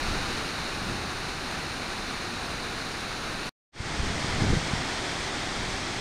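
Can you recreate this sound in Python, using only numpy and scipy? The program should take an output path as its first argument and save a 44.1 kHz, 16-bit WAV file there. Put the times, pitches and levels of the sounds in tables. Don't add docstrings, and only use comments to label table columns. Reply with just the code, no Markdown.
import sys
import numpy as np
from scipy import signal
from scipy.fft import rfft, irfft
from scipy.io import wavfile

SR = 44100
rng = np.random.default_rng(int(sys.argv[2]) if len(sys.argv) > 2 else 0)


def dump_mix(stems):
    frames = np.atleast_2d(stems).T
    limited = np.clip(frames, -1, 1)
    pcm = np.round(limited * 32767).astype(np.int16)
    wavfile.write(sys.argv[1], SR, pcm)


N = 264776


def from_db(db):
    return 10 ** (np.asarray(db) / 20)


def seconds():
    return np.arange(N) / SR


def bin_hz():
    return np.arange(N // 2 + 1) * SR / N


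def curve(points):
    knots, values = np.transpose(points)
    return np.interp(np.log(np.maximum(bin_hz(), 1)), np.log(knots), values)


def noise(gain):
    return irfft(rfft(rng.standard_normal(N)) * gain, N)


def drift(corner_hz):
    slow = noise(1 / (1 + (bin_hz() / corner_hz) ** 2))
    return slow / slow.std()


def rush(spectrum, housing, level_db, surge_db, surge_hz):
    # frequency_hz, level_db
    width = [(100, -55.5), (700, -44.5), (1400, -64), (2800, -47), (5500, -29), (9000, -26.5), (13000, -7)]
    hz = bin_hz()
    colour_db = curve(spectrum)
    for centre_hz, width_hz, gain_db in housing:
        colour_db += gain_db * np.exp(-2 * ((hz - centre_hz) / width_hz) ** 2)
    gain = from_db(colour_db) * (hz > 12)
    gain /= np.sqrt(np.mean((gain * (hz > 700)) ** 2))
    mid = noise(gain)
    side = noise(gain * from_db(curve(width)))
    stereo = mid + side * np.array([[1], [-1]])
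    return stereo * from_db(level_db + surge_db * drift(surge_hz))


def rush_facing_lip():
    # frequency_hz, level_db
    spectrum = [(25, 1.5), (100, 0), (260, 0.5), (560, -5.5), (1400, -3.5), (5500, -14), (9500, -21),
                (11400, -33), (13500, -34.5), (15500, -44)]
    # centre_hz, width_hz, gain_db
    housing = [(354, 49, 1.5), (774, 99, 3), (1040, 86, -0.5), (1450, 620, 1.3), (2070, 230, -1.2),
               (2400, 430, 2), (3284, 330, -3.5), (4110, 770, 6), (7770, 880, -6.5)]
    settled_db, extra_db, settle_s = -35, 3, 0.66
    level_db = settled_db + extra_db * np.exp(-(seconds() / settle_s) ** 2)
    return rush(spectrum, housing, level_db, surge_db=0.39, surge_hz=22)


def gust_gains():
    # peak_s, level_db, rise_s, fall_s, small_share (of the power, 0-1)
    gusts = [(.1, -30, 0.33, 0.12, 0.0), (.9, -34.5, .11, 0.13, 0.85), (4.02, -32.5, 0.33, 0.33, 0.67),
             (4.33, -28, .07, .1, 0.1), (4.44, -23, 0.056, 0.074, 1), (4.54, -21, 0.079, 0.041, 0.65),
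             (4.76, -32, .07, 0.074, .8), (5.21, -38, .03, .05, 0.2), (5.63, -36.5, 0.13, .25, 0.3)]
    breeze_db, breeze_small_share = -47, .15
    t = seconds()
    total_power = from_db(breeze_db) ** 2
    small_power = total_power * breeze_small_share
    for peak_s, level_db, rise_s, fall_s, small_share in gusts:
        flank_s = np.where(t < peak_s, rise_s, fall_s)
        power = (from_db(level_db) * np.exp(-abs(t - peak_s) / flank_s)) ** 2
        total_power += power
        small_power += power * small_share
    return np.sqrt(total_power - small_power), np.sqrt(small_power)


def wind(lump_db, lump_hz):
    # frequency_hz, level_db
    buffet_spectrum = [(12, 8), (25, 2.5), (50, 2), (100, -12), (200, -33), (450, -48.5), (1200, -65.5)]
    # frequency_hz, level_db
    flutter_spectrum = [(25, -6.5), (60, -1), (110, 2), (185, -3), (260, -7.5), (380, -12.5), (520, -13),
                        (750, -29.5), (3000, -75.5)]
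    # low_hz, high_hz
    rumble_band = [10, 780]
    big, small = gust_gains()
    buffet = noise(from_db(curve(buffet_spectrum)))
    flutter = noise(from_db(curve(flutter_spectrum)))
    rumble = big * buffet / buffet.std() + small * flutter / flutter.std()
    lumps = rumble * from_db(lump_db * drift(lump_hz))
    return signal.sosfilt(signal.butter(2, rumble_band, "band", fs=SR, output="sos"), lumps)


def eddies():
    # centre_s, peak_db, frequency_hz
    passages = [(0.112, -27, 40), (0.919, -31, 190), (3.806, -26.5, 75.4), (4.002, -23, 45.3),
                (4.105, -25, 100), (4.246, -23.5, 150), (4.449, -18, 152), (4.532, -15, 190),
                (4.576, -23, 110), (4.683, -24.5, 189), (4.737, -19, 127)]
    t, pressure = seconds(), np.zeros(N)
    for centre_s, peak_db, frequency_hz in passages:
        phase = 2 * np.pi * frequency_hz * (t - centre_s)
        pressure += from_db(peak_db) * phase * np.exp((1 - phase ** 2) / 2)
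    return pressure


def rush_facing_pool(elapsed_s):
    # frequency_hz, level_db
    spectrum = [(25, -4.5), (100, -5.5), (260, -5), (560, -11.5), (1400, -9), (5200, -15.5), (8500, -24.5),
                (11400, -41.5), (13500, -50.5), (15500, -59)]
    # centre_hz, width_hz, gain_db
    housing = [(370, 50, 3.5), (746, 230, 4), (2030, 390, 2.2), (2830, 370, -2.5), (3400, 360, 1.8),
               (7630, 460, -2.5), (8430, 360, 2.5)]
    start_db, sink_db_per_s = -31.5, 1
    level_db = start_db - sink_db_per_s * elapsed_s
    return rush(spectrum, housing, level_db, surge_db=0.37, surge_hz=17)


def scene():
    stop_s, trail_db, trail_db_per_s = 3.493, -27, 1301.5
    resume_s, fade_s, soft_start_s = 3.717, 0.17, 0.047
    t = seconds()
    since_stop, since_resume = np.maximum(t - stop_s, 0), np.maximum(t - resume_s, 0)
    lip = rush_facing_lip()
    pool = rush_facing_pool(since_resume)
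    buffeting = wind(lump_db=2.0, lump_hz=25.1)
    stop = np.where(t < stop_s, 1, from_db(trail_db - trail_db_per_s * since_stop))
    fade_in = (1 - np.exp(-since_resume / fade_s)) * np.tanh(since_resume / soft_start_s)
    return stop * (lip + buffeting) + fade_in * (pool + buffeting) + eddies()


def record(dry):
    cutoff_hz = 15600
    return signal.sosfilt(signal.ellip(10, .1, 80, cutoff_hz, fs=SR, output="sos"), dry)


dry = scene()
out = record(dry)
dump_mix(out)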